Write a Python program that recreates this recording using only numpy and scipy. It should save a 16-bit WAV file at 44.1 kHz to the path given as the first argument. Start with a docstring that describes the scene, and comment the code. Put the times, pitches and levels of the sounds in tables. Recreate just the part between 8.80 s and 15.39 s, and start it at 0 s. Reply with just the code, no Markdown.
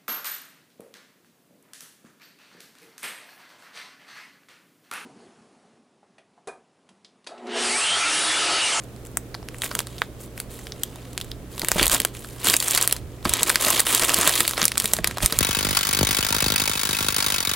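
"""A thin plastic bag of moulded parts is held up and tilted, turned over, then laid in a cardboard box;
the next bag is gripped, pulled out and raised, all close to a pair of microphone ports.
Creases snap as short noise bursts in facet-sized bands, over crackle that follows the strokes of the hands.
Frames knock as rattles through ringing modes, and moving bags push puffs of low noise at the microphone.
Throughout, shaped noise makes the fan, wavering sines the mains hum, and sparse echoes the small room."""
import sys
import numpy as np
from scipy import signal
from scipy.fft import rfft, irfft
from scipy.io import wavfile
from scipy.ndimage import uniform_filter1d

SR = 44100
rng = np.random.default_rng(int(sys.argv[2]) if len(sys.argv) > 2 else 0)


def store_pcm(level_fs):
    """Save levels as 16-bit WAV."""
    pcm = np.round(np.clip(level_fs, -1, 1) * 32767).astype(np.int16)
    wavfile.write(sys.argv[1], SR, np.atleast_2d(pcm).T)


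N = 290619  # samples, about 6.6 s

# the clearest buckling creases: t/s, facet f/Hz, level/dB (midway between facet and treble, before SNAP_LIFT_DB),
# brightness/dB (treble over facet), bite/dB (middle band over level), ring/ms (1/e, never under 0.2)
CLEAR_SNAPS = [(.3716, 1510, -15, 7, -11.5, 0.22), (.5438, 1800, -32.5, -10, 4, 1.8),
               (.5487, 970, -32, -15, 5, 0.49), (.6285, 800, -43.5, -20, 2, 1.1),
               (.6868, 2370, -28.5, -2, -5, 0.34), (.745, 1500, -35, -9, -15, 0.54),
               (.8197, 2416, -19, -1.5, -22, .9), (.836, 1946, -23.5, -8, -18, 0.23),
               (.8435, 2300, -30, 18, 1, 1.2), (.913, 1240, -25, -9.5, -1.5, 2.9),
               (.9517, 1404, -16.5, 3.5, -3.5, 0.95), (.9911, 2670, -14.5, 3.5, -8, 0.18),
               (1.004, 1473, -22, -1, -1, 0.33), (1.07, 1200, -30.5, 4, -0.5, 1.6),
               (1.2187, 1315, -18, -18.5, 0.5, .2), (1.5773, 1974, -28.5, -1, -7, 1.67),
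               (1.601, 2237, -22, 6, -3, 0.93), (1.8694, 2436, -32, -3, 1, 0.96),
               (1.9212, 1800, -35, -2, 9.5, .4), (2.0342, 1730, -19, 14.5, 0, 0.89),
               (2.1583, 700, -34.5, 1, -5, 1), (2.3779, 2340, -19, 0.5, -3, 0.13),
               (2.4127, 2750, -30, 9, 6.5, .8), (2.5164, 2015, -34.5, -1, 9.5, .4),
               (2.7796, 1400, -28, -1, -1, 1.1), (2.7955, 1904, -25, 15, 1, 0.2),
               (2.817, 1890, -21, -2, 2, 1.5), (2.8472, 1300, -19, 2.5, -4.5, 0.45),
               (2.8847, 2000, -12, 6, -7, 1.6), (2.917, 2080, -8.5, 3, -5.5, 0.18),
               (2.9961, 2320, -15, -14.5, -17, 1.2), (3.029, 2423, -10, 6, -0.5, 0.86),
               (3.0566, 2200, -16, 8, -6, 0.48), (3.067, 1100, -14.5, 10, -0.5, 0.64),
               (3.0799, 2300, -18, 16, -2, 0.55), (3.0973, 1490, -17, 4, -1, 0.73),
               (3.116, 1300, -18.5, 16, 1, 1.7), (3.1462, 1400, -13.5, 11, -2, 1.3),
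               (3.2015, 2370, -12.5, 6, -2, 0.75), (3.2177, 1700, -24, 7, 1, 0.49),
               (3.2494, 1254, -11, 5, -3.5, 1.4), (3.35, 2400, -32, 0, -16, 1.2),
               (3.4455, 1100, -33, -8, -2.5, 2.4), (3.6447, 1194, -17.5, 6.5, -6, 2.6),
               (3.6701, 1290, -12, 3.5, -2, 0.79), (3.6991, 2277, -14, 14, 3, 0.39),
               (3.739, 2240, -8, -1, -2.5, 1.7), (3.766, 1500, -17.5, 22, 0.5, 1.7),
               (3.8016, 2500, -21.5, 19, 4.5, 1.5), (3.8252, 1418, -19, 7, -1.5, 3),
               (3.8819, 1390, -16, 10, -14, 1.8), (3.9096, 1890, -19, 18, 0, .9),
               (3.9489, 1984, -12.5, 8, -1, 1.4), (3.9749, 1750, -9.5, 4, -2, 4.8),
               (4.0124, 1270, -17, 10, -1.5, 1.1), (4.026, 1320, -21.5, 26, -9, 0.89),
               (4.076, 2020, -9.5, 11, -3.5, 0.41), (4.1113, 2000, -25, 6, 3, 1),
               (4.1254, 978, -13, 15, -2, 1.3), (4.1646, 1615, -27, 4, 0, 1.7),
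               (4.4521, 1200, -15.5, -7.5, -2.5, 4.6), (4.4935, 1610, -16.5, 12, -1, 3.1),
               (4.5371, 2010, -10, 8.5, -1.5, 1.2), (4.6313, 2220, -12.5, 16.5, 1, 1),
               (4.6951, 1692, -12, 6.5, -0.5, 3.3), (4.7002, 1400, -9, -1, -7, 1.6),
               (4.7572, 2170, -8, -0.5, -2, 1.1), (4.8488, 2216, -17.5, 14, 2, 0.68),
               (4.8829, 1403, -12.5, 2, -6.5, 2.9), (4.903, 2000, -15, 17, -4, 2.2),
               (4.9773, 2215, -27, 4, 8, .6), (4.9946, 1826, -11, 5, -1, 3.5),
               (5.0022, 1500, -11.5, 13, -3.5, 1.6), (5.1258, 2100, -24, 15, -7, .6),
               (5.1483, 2500, -16, 24, 4, 0.93), (5.1955, 1900, -17, 10, 0.5, 1.6),
               (5.2346, 2200, -14, 0, -6, 1.64), (5.2487, 980, -18.5, 15, -2, 0.85),
               (5.294, 2080, -11.5, 0, -17, 1.4), (5.3432, 2220, -12.5, 16, 2.5, 0.54),
               (5.4123, 1204, -18, 15, -3, .4), (5.475, 1326, -7.5, 7, -2.5, 2.8),
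               (5.4933, 1900, -11.5, 4, -3.5, 1.6), (5.6046, 1660, -8, 4, -2, 2.2),
               (5.6512, 2300, -26.5, -17, 4, 1.4), (5.6777, 2400, -12, 7.5, -1.5, 2.4),
               (5.71, 1830, -19, 5, -4.5, 1.2), (5.7346, 1198, -26, -7.5, 3.5, 0.78),
               (5.778, 1290, -18.5, -7, -1.5, 3.3), (5.8168, 1385, -15.5, -3, 5.5, 0.29),
               (5.829, 1900, -15, 3.5, -1, 0.43), (5.8411, 1700, -18, 9, 1, .5),
               (5.854, 1500, -12, 20, -17, 0.58), (5.8806, 2400, -15.5, 8.5, -2, 0.53),
               (5.918, 2480, -18.5, -1, -4, 1.3), (5.956, 1290, -30, -7, 3, 1),
               (5.973, 1590, -18.5, 0, -4.5, 4.2), (5.979, 1690, -13, 13, 0.5, 0.48),
               (6.0001, 2520, -18.5, 19, 3.5, .4), (6.0427, 1800, -17.5, 5, -6, 3.2),
               (6.0565, 2606, -21, 20, 6, 0.99), (6.1347, 1720, -9, 10.5, -4.5, 2),
               (6.167, 2000, -22.5, 3, 1, 0.75), (6.1875, 1300, -29, -19, 0, 0.96),
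               (6.2443, 1870, -9, -2.5, -1, 0.55), (6.2729, 1930, -14, 8, -1.5, 2.5),
               (6.311, 1600, -24, -4, -4, 1.5), (6.3711, 889, -22.5, -8.5, -3, 3.6),
               (6.383, 1204, -20.5, -3, -3, 1.7), (6.4045, 2010, -33, -20, -4, 0.51),
               (6.4604, 2150, -7.5, 12, -2, 0.68), (6.5242, 1900, -16.5, 7.5, 2, 2),
               (6.5885, 1100, -10.5, 17, -4, 1.4)]
# sparkle bands, middle then treble: low f/Hz, high f/Hz
SPARKLE_BANDS = [(2900, 5230), (6600, 13350)]
# colour of all the snaps: f/Hz, level/dB (filter gain)
SNAP_TONE = [(300, 1.5), (1200, -0.5), (4000, 4), (5800, 2), (8000, 3.5), (10000, 1.5), (12500, -2),
             (16000, 2.5)]
SNAP_LIFT_DB = 15.5


def snaps(level_db, size=900, after=0.047, after_ms=5, breadth=1.48, flap_db=-8, flap_lo_hz=330):
    """A crease flips: a facet of film rings for a few milliseconds at most under a bright shiver."""
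    creases = CLEAR_SNAPS + lesser_snaps(level_db)
    out = np.zeros((2, N))
    ms = np.arange(size) * 1000 / SR
    ring_ms = np.maximum(np.array(creases)[:, -1, None, None], .2)
    shivers = rng.standard_normal((len(creases), 2, size))
    shivers *= np.exp(-ms / ring_ms) + after * np.exp(-ms / after_ms)  # the rest of the sheet rings on faintly
    sparkle = np.stack([band(shivers, lo, hi) for lo, hi in SPARKLE_BANDS], 1)
    for (s, facet_hz, db, bright_db, bite_db, _), shiver, bright in zip(creases, shivers, sparkle):
        levels_db = [db - bright_db / 2, db + bite_db, db + bright_db / 2]  # facet, middle, treble
        facet = band(shiver, facet_hz / breadth, facet_hz * breadth)
        # the slack film around it moves too
        flap = band(shiver, flap_lo_hz, max(facet_hz / 2, flap_lo_hz + 100))
        parts = np.array([facet - amp(flap_db) * flap, *bright])
        parts /= np.linalg.norm(parts, axis=-1, keepdims=True)
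        add(out, s, np.tensordot(amp(levels_db), parts, 1))
    return amp(SNAP_LIFT_DB) * colour(out, SNAP_TONE)


# lesser creases: rate and level (before SNAP_LIFT_DB) are those under a firm grip
FIRM_DB, LESSER_PER_S, LESSER_DB = -23, 32, -23
LESSER_RATE_LAW, LESSER_LEVEL_LAW = .4, 0.62  # dB of rate and of level per dB of flexing


def lesser_snaps(level_db, facet_hz=1700, spread_octaves=0.49, spread_db=4.0, bright_db=5,
                 bright_spread_db=6, bite_db=-3, bite_spread_db=4, ring_ms=1.5, count=500):
    """Chance snaps, as rows like CLEAR_SNAPS: harder flexing makes them more frequent and louder."""
    rows = []
    draws = rng.random((count, 2))
    characters = np.clip(rng.standard_normal((count, 4)), -2, 2)
    for (place, chance), (pitch, strength, tint, bite) in zip(draws, characters):
        effort_db = level_db[int(place * N)] - FIRM_DB
        per_s = LESSER_PER_S * amp(LESSER_RATE_LAW * effort_db)
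        if chance < per_s * N / SR / count:
            rows.append((place * N / SR,
                         facet_hz * 2 ** (spread_octaves * pitch),
                         LESSER_DB + LESSER_LEVEL_LAW * effort_db + spread_db * strength,
                         bright_db + bright_spread_db * tint,
                         bite_db + bite_spread_db * bite,
                         ring_ms))
    return rows


# colour of the crackling film: f/Hz, level/dB (filter gain)
FILM_TONE = [(150, -35), (250, 6), (460, -1), (510, 0.5), (845, -1.5), (1220, 3.5), (1450, -3.5),
             (1700, -0.5), (2490, 0), (3230, 1.5), (5830, -4.5), (7060, 0), (9830, 0), (15200, -5),
             (16000, -6)]


def crackle(level_db, taut_db, per_s=1100, spread_db=0.0, clump_db=1.5, facet_db=5, patch_db=2, count=9):
    """Many tiny creases give way, more often under harder flexing, while film rubs on film."""
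    ring_s, rub = .0004, .4
    rate = per_s * amp(0.35 * (level_db + 24))  # per_s holds at -24 dB
    gives_way = rng.random(N) < rate / SR
    strength = amp(spread_db * np.minimum(rng.exponential(1, N), 3.2))  # a spread of 0 makes all pops equal
    pops = gives_way * strength / np.sqrt(rate)
    grip = np.clip(amp(0.4 * (level_db + 25.5)), 0, 1)  # lightly touched film slides more than it buckles
    edges = np.geomspace(300, 17000, count + 1)
    out = np.zeros((2, N))
    for lo, hi in zip(edges, edges[1:]):
        # each crease shakes small and large facets of the film by different amounts
        kicks = pops * amp(facet_db * np.clip(rng.standard_normal(N), -2, 2))
        ringing_power = signal.lfilter([1], [1, -np.exp(-2 / (ring_s * SR))], kicks ** 2 + 1e-20)
        shiver = unit(np.sqrt(ringing_power))
        hiss = (grip * shiver + rub) * rng.standard_normal((2, N))
        out += band(hiss, lo, hi) * amp(patch_db * wander(45))
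    out = colour(out * amp(clump_db * wander(130)), FILM_TONE)
    # level out over 27 ms: the hand sets the overall strength
    out /= np.sqrt(abs(uniform_filter1d((out ** 2).mean(0), size=1200)) + 1e-20)
    dull = signal.sosfilt(signal.butter(1, 4500, fs=SR, output="sos"), out)
    tilt = amp(taut_db / 2)
    tilted = dull / tilt + (out - dull) * tilt
    return amp(level_db) * tilted / np.sqrt((tilt ** 2 + tilt ** -2) / 2)


# each push, pull or slide of the hands on the film: start t/s, length t/s, crackle level/dB (mid-stroke,
# before CRACKLE_LIFT_DB), swell/dB (start to end), tautness/dB (treble tilt)
HAND_STROKES = [(.72, .29, -46.5, 13, 2), (0.832, 0.019, -31.5, 3.5, 1), (1.08, .16, -49, 2, -0.5),
                (1.406, 0.047, -47, -2.5, 11), (1.567, .05, -47.5, 4, 4), (1.709, 0.32, -51, -13, 7),
                (1.99, 0.52, -52.5, -2, -1), (2.712, 0.26, -40, 16.5, 0), (2.985, 0.067, -23.5, -0.5, -8),
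                (3.114, 0.038, -22.5, 0.5, 0), (3.175, 0.11, -39.5, -10, -6), (3.344, 0.25, -46.5, -3.5, 4),
                (3.594, 0.039, -39.5, 6, -1), (3.656, 0.096, -23, -2.5, -1), (3.8, 0.16, -28, 8.5, 3.5),
                (3.975, 0.068, -28.5, 6, -6), (4.093, 0.098, -40.5, -16, -1), (4.31, 0.11, -58, 0, -14),
                (4.461, 0.16, -29.5, 6.5, -9), (4.671, 0.11, -29, -9.5, -3.5), (4.811, .19, -23, -1, -0.5),
                (5.066, 0.11, -22.5, -0.5, -1), (5.209, 0.039, -22.5, -0.5, -1),
                (5.282, 0.057, -23, -3, -7), (5.365, 0.12, -21.5, 1.5, -6), (5.512, .09, -24, 3, 3),
                (5.621, 0.12, -32.5, -5, 3), (5.778, 0.075, -27.5, -2, -10), (5.893, 0.068, -42, 0, -4),
                (5.984, .2, -35.5, -2, 1), (6.243, .13, -40.5, -11, -17), (6.43, 0.021, -24, -2.5, 0),
                (6.502, 0.16, -33.5, -2, -4)]
ATTACK_S, RELEASE_S = 0.0111, 0.02  # 1/e build before a stroke and decay after it
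REST_DB, REST_TAUT_DB = -59, -32  # film that is barely touched


def flexing():
    """How hard the film is worked and how taut it is, in dB: each stroke builds, swells or sinks, lets go."""
    t = np.arange(N) / SR
    power = np.full(N, amp(REST_DB) ** 2)
    taut = power * REST_TAUT_DB
    for start, length, db, swell_db, taut_db in HAND_STROKES:
        outside = np.maximum(start - t, 0) / ATTACK_S + np.maximum(t - start - length, 0) / RELEASE_S
        progress = np.clip((t - start) / length, 0, 1)
        stroke = (amp(db + swell_db * (progress - .5)) * np.exp(-np.minimum(outside, 20))) ** 2
        power = power + stroke
        taut = taut + stroke * taut_db  # the louder stroke weighs more
    return 10 * np.log10(power), taut / power


# frames bumping in their bags and on the box: t/s, level/dB (before KNOCK_TRIM_DB), depth/dB (bass over mid)
FRAME_BUMPS = [(.959, -37, -10), (1.217, -40, -25), (2.831, -30, -7.5), (2.959, -25, 4), (3.012, -25.5, -2),
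               (3.132, -29, -11), (3.202, -33, 5), (3.68, -29.5, 9), (4.457, -23.5, -14), (4.615, -31, -5),
               (4.688, -37, -11), (4.864, -27.5, -27), (4.936, -32.5, -21), (5.135, -35, 1.5),
               (5.225, -27.5, -33), (5.306, -33, 2), (5.384, -26.5, -22), (5.473, -28.5, -14),
               (5.605, -33, 4), (5.826, -30, 9), (6.043, -32, 4), (6.135, -35.5, 8), (6.187, -29, 8),
               (6.284, -35, 15), (6.428, -27, 9), (6.523, -30.5, 3)]
# what the frames and the box ring with: f/Hz, level/dB, t60/s
FRAME_MODES = [(112.7, -21, 0.38), (182, -6, .12), (226, -0.5, 0.089), (287, -2.5, 0.058), (350, 1.5, 0.1),
               (395, -23, 0.053), (456, 2.5, 0.064), (570, -11, 0.021), (615, 4, 0.037), (874, -0.5, 0.039),
               (1140, -7, 0.035)]
KNOCK_TRIM_DB = -9.5


def knocks(size=8000, rattle_s=0.0062, pivot_hz=290):
    """Each bump is a short rattle of contacts that rings the frames and the cardboard."""
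    out, t = np.zeros(N), np.arange(size) / SR
    hz, mode_db, t60 = np.transpose(FRAME_MODES)[:, :, None]
    for s, db, depth_db in FRAME_BUMPS:
        held_hz = hz * rng.uniform(0.95, 1.05, hz.shape)  # the grip shifts the modes a little
        below_pivot = np.clip(2 * np.log2(pivot_hz / held_hz), -1, 1)
        weight = amp(mode_db + .5 * depth_db * below_pivot)
        ring = (weight * amp(-60 * t / t60) * np.sin(2 * np.pi * held_hz * t)).sum(0)
        rattle = rng.standard_normal(size) * np.exp(-t / rattle_s)
        bump = signal.fftconvolve(rattle, ring)[:size]
        add(out, s, amp(db + KNOCK_TRIM_DB) * unit(bump))
    return out


CRACKLE_LIFT_DB = 0.66


def bags():
    """Film and frames with their echoes, as two waves: unrelated film noise, the same knocks."""
    level_db, taut_db = flexing()
    direct = amp(CRACKLE_LIFT_DB) * crackle(level_db, taut_db) + knocks() + snaps(level_db)
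    return [wave + room(wave) for wave in direct]


# room decay: f/Hz, t60/s
ROOM_DECAY = [(200, 0.28), (1300, 0.08), (4000, 0.24), (9000, 0.097), (16000, 0.19)]


def room(x, near_db=-14, far_db=-19, near_s=0.0044, size=12000):
    """Quick echoes from the box and table, then the short tail of the room."""
    t = np.arange(size) / SR
    strengths = rng.standard_normal((2, size))
    sparse = rng.random((2, size)) < 6000 / SR  # 6000 echoes a second
    taps = strengths * sparse * (t > .002)
    near = taps[0] * np.exp(-t / near_s)
    hz, at, z = signal.stft(taps[1] * (t > .006), SR, nperseg=256)
    decay = amp(-60 * at / read(ROOM_DECAY, hz)[:, None])
    far = signal.istft(z * decay, SR, nperseg=256)[1][:size]
    echoes = amp(near_db) * near / np.linalg.norm(near) + amp(far_db) * far / np.linalg.norm(far)
    return signal.oaconvolve(x, echoes)[:N]


# puffs of air pushed by moving bags and arms: peak t/s, level/dB (at the peak), 1/e rise and fall t/s
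AIR_PUFFS = [(2.52, -39.5, 0.1), (3.02, -29.5, 0.066), (4.22, -37, 0.088), (4.5, -35, 0.054),
             (6.25, -38, 0.14), (6.445, -24, 0.012), (6.585, -25, 0.017)]
# spectrum of the moving air: f/Hz, level/dB (relative, per Hz)
AIR_TONE = [(12, -26), (40, 3), (80, 3), (120, -1), (220, -20.5), (600, -60), (2000, -98)]
# left-right likeness of air and fan: f/Hz, likeness (0-1)
AIR_FAN_LIKENESS = [(25, 0.8), (70, 0.7), (200, 1), (700, 0.9), (2000, 0.16), (8000, 0)]
STILL_AIR_DB = -53.5


def draught():
    """Soft low buffeting of the microphone."""
    t = np.arange(N) / SR
    puffs = sum(amp(db) * np.exp(-abs(t - s) / width_s) for s, db, width_s in AIR_PUFFS)
    return pair(*noise(AIR_TONE), AIR_FAN_LIKENESS) * np.hypot(puffs, amp(STILL_AIR_DB))


# fan spectrum: f/Hz, level/dB (relative, per Hz)
FAN_TONE = [(12, -18), (30, 2.5), (60, 0), (95, -1.5), (170, 0), (280, 0.5), (460, -2), (650, -8.5),
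            (900, -16), (1400, -17.5), (2200, -22), (4500, -27.5), (9000, -26), (16000, -28.5)]
# mains hum: f/Hz, level/dB (rms)
MAINS_HUM = [(59, -49), (119.8, -45.5)]
FAN_DB = -42.5


def background():
    """A steady fan as shaped noise and a mains hum of sines whose phase wavers slightly."""
    t = np.arange(N) / SR
    hum = sum(amp(db) * np.sqrt(2) * np.sin(2 * np.pi * hz * t + 0.79 * wander(1.87))
              for hz, db in MAINS_HUM)
    return amp(FAN_DB) * pair(*noise(FAN_TONE), AIR_FAN_LIKENESS) + hum


# the right port hears more, chiefly in the bass: f/Hz, level/dB (left minus right)
PORT_BALANCE = [(40, -7.5), (500, -2), (1100, -2.5), (2200, -.4), (9000, -1)]


def pair(shared, other, likeness):
    """Two microphone ports whose likeness and balance depend on frequency."""
    hz = np.fft.rfftfreq(N, 1 / SR)
    same = np.clip(read(likeness, hz), 0, 1)
    lean = amp(read(PORT_BALANCE, hz) / 2)
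    mid = rfft(shared) * np.sqrt((1 + same) / 2)
    side = rfft(other) * np.sqrt((1 - same) / 2)
    return irfft(np.array([(mid + side) * lean, (mid - side) / lean]), N)


def noise(points):
    """Two unrelated steady noises with the given spectrum, scaled together to rms 1."""
    gain = amp(read(points, np.fft.rfftfreq(N, 1 / SR)))
    return unit(irfft(rfft(rng.standard_normal((2, N))) * gain, N))


def wander(hz):
    """Slow chance of rms 1, moving at up to hz."""
    steps = 2 * hz * np.arange(N) / SR
    return unit(np.interp(steps, np.arange(4096), rng.standard_normal(4096)))


def colour(x, points, size=4096):
    """Causal (minimum-phase) filter with the given spectrum, so that attacks stay sharp."""
    cepstrum = irfft(np.log(amp(read(points, np.fft.rfftfreq(size, 1 / SR)))))
    folded = np.r_[cepstrum[0], 2 * cepstrum[1:size // 2]]
    taps = irfft(np.exp(rfft(folded, size)))[:size // 2]
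    return signal.oaconvolve(x, taps[None], axes=1)[:, :N]


def band(x, lo_hz, hi_hz):
    """Causal band-pass."""
    edges = [lo_hz, min(hi_hz, SR / 2 - 1)]
    return signal.sosfilt(signal.butter(2, edges, "band", fs=SR, output="sos"), x)


def read(points, hz):
    """Reads a spectrum table on a log-frequency axis."""
    f, value = np.transpose(points)
    return np.interp(np.log(hz + 1), np.log(f + 1), value)


def amp(db):
    """Decibels to gain."""
    return 10 ** (np.asarray(db) / 20)


def unit(x):
    """Scales to rms 1."""
    return x / np.sqrt(np.mean(x ** 2) + 1e-20)


def add(mix, s, sound):
    """Mixes a sound in at time s."""
    part = mix[..., max(round(s * SR), 0):][..., :sound.shape[-1]]
    part += sound[..., :part.shape[-1]]


# left-right likeness of the bags: f/Hz, likeness (0-1)
FILM_LIKENESS = [(200, 0.95), (2800, 1), (5500, 0.91), (9000, 0.77), (14000, 0.51)]


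def scene():
    """Bags in front of the microphone, in a humming room."""
    return pair(*bags(), FILM_LIKENESS) + background() + draught()


EDGE_HZ = 16150


def record(dry):
    """Peaks saturate smoothly towards full scale; then a steep low-pass limits the band."""
    edge = signal.firwin(511, EDGE_HZ, window=("kaiser", 9), fs=SR)
    knee = 6  # higher is a harder clip
    clipped = dry / (1 + abs(dry) ** knee) ** (1 / knee)
    return signal.oaconvolve(clipped, edge[None], "same")


dry = scene()
out = record(dry)
store_pcm(out)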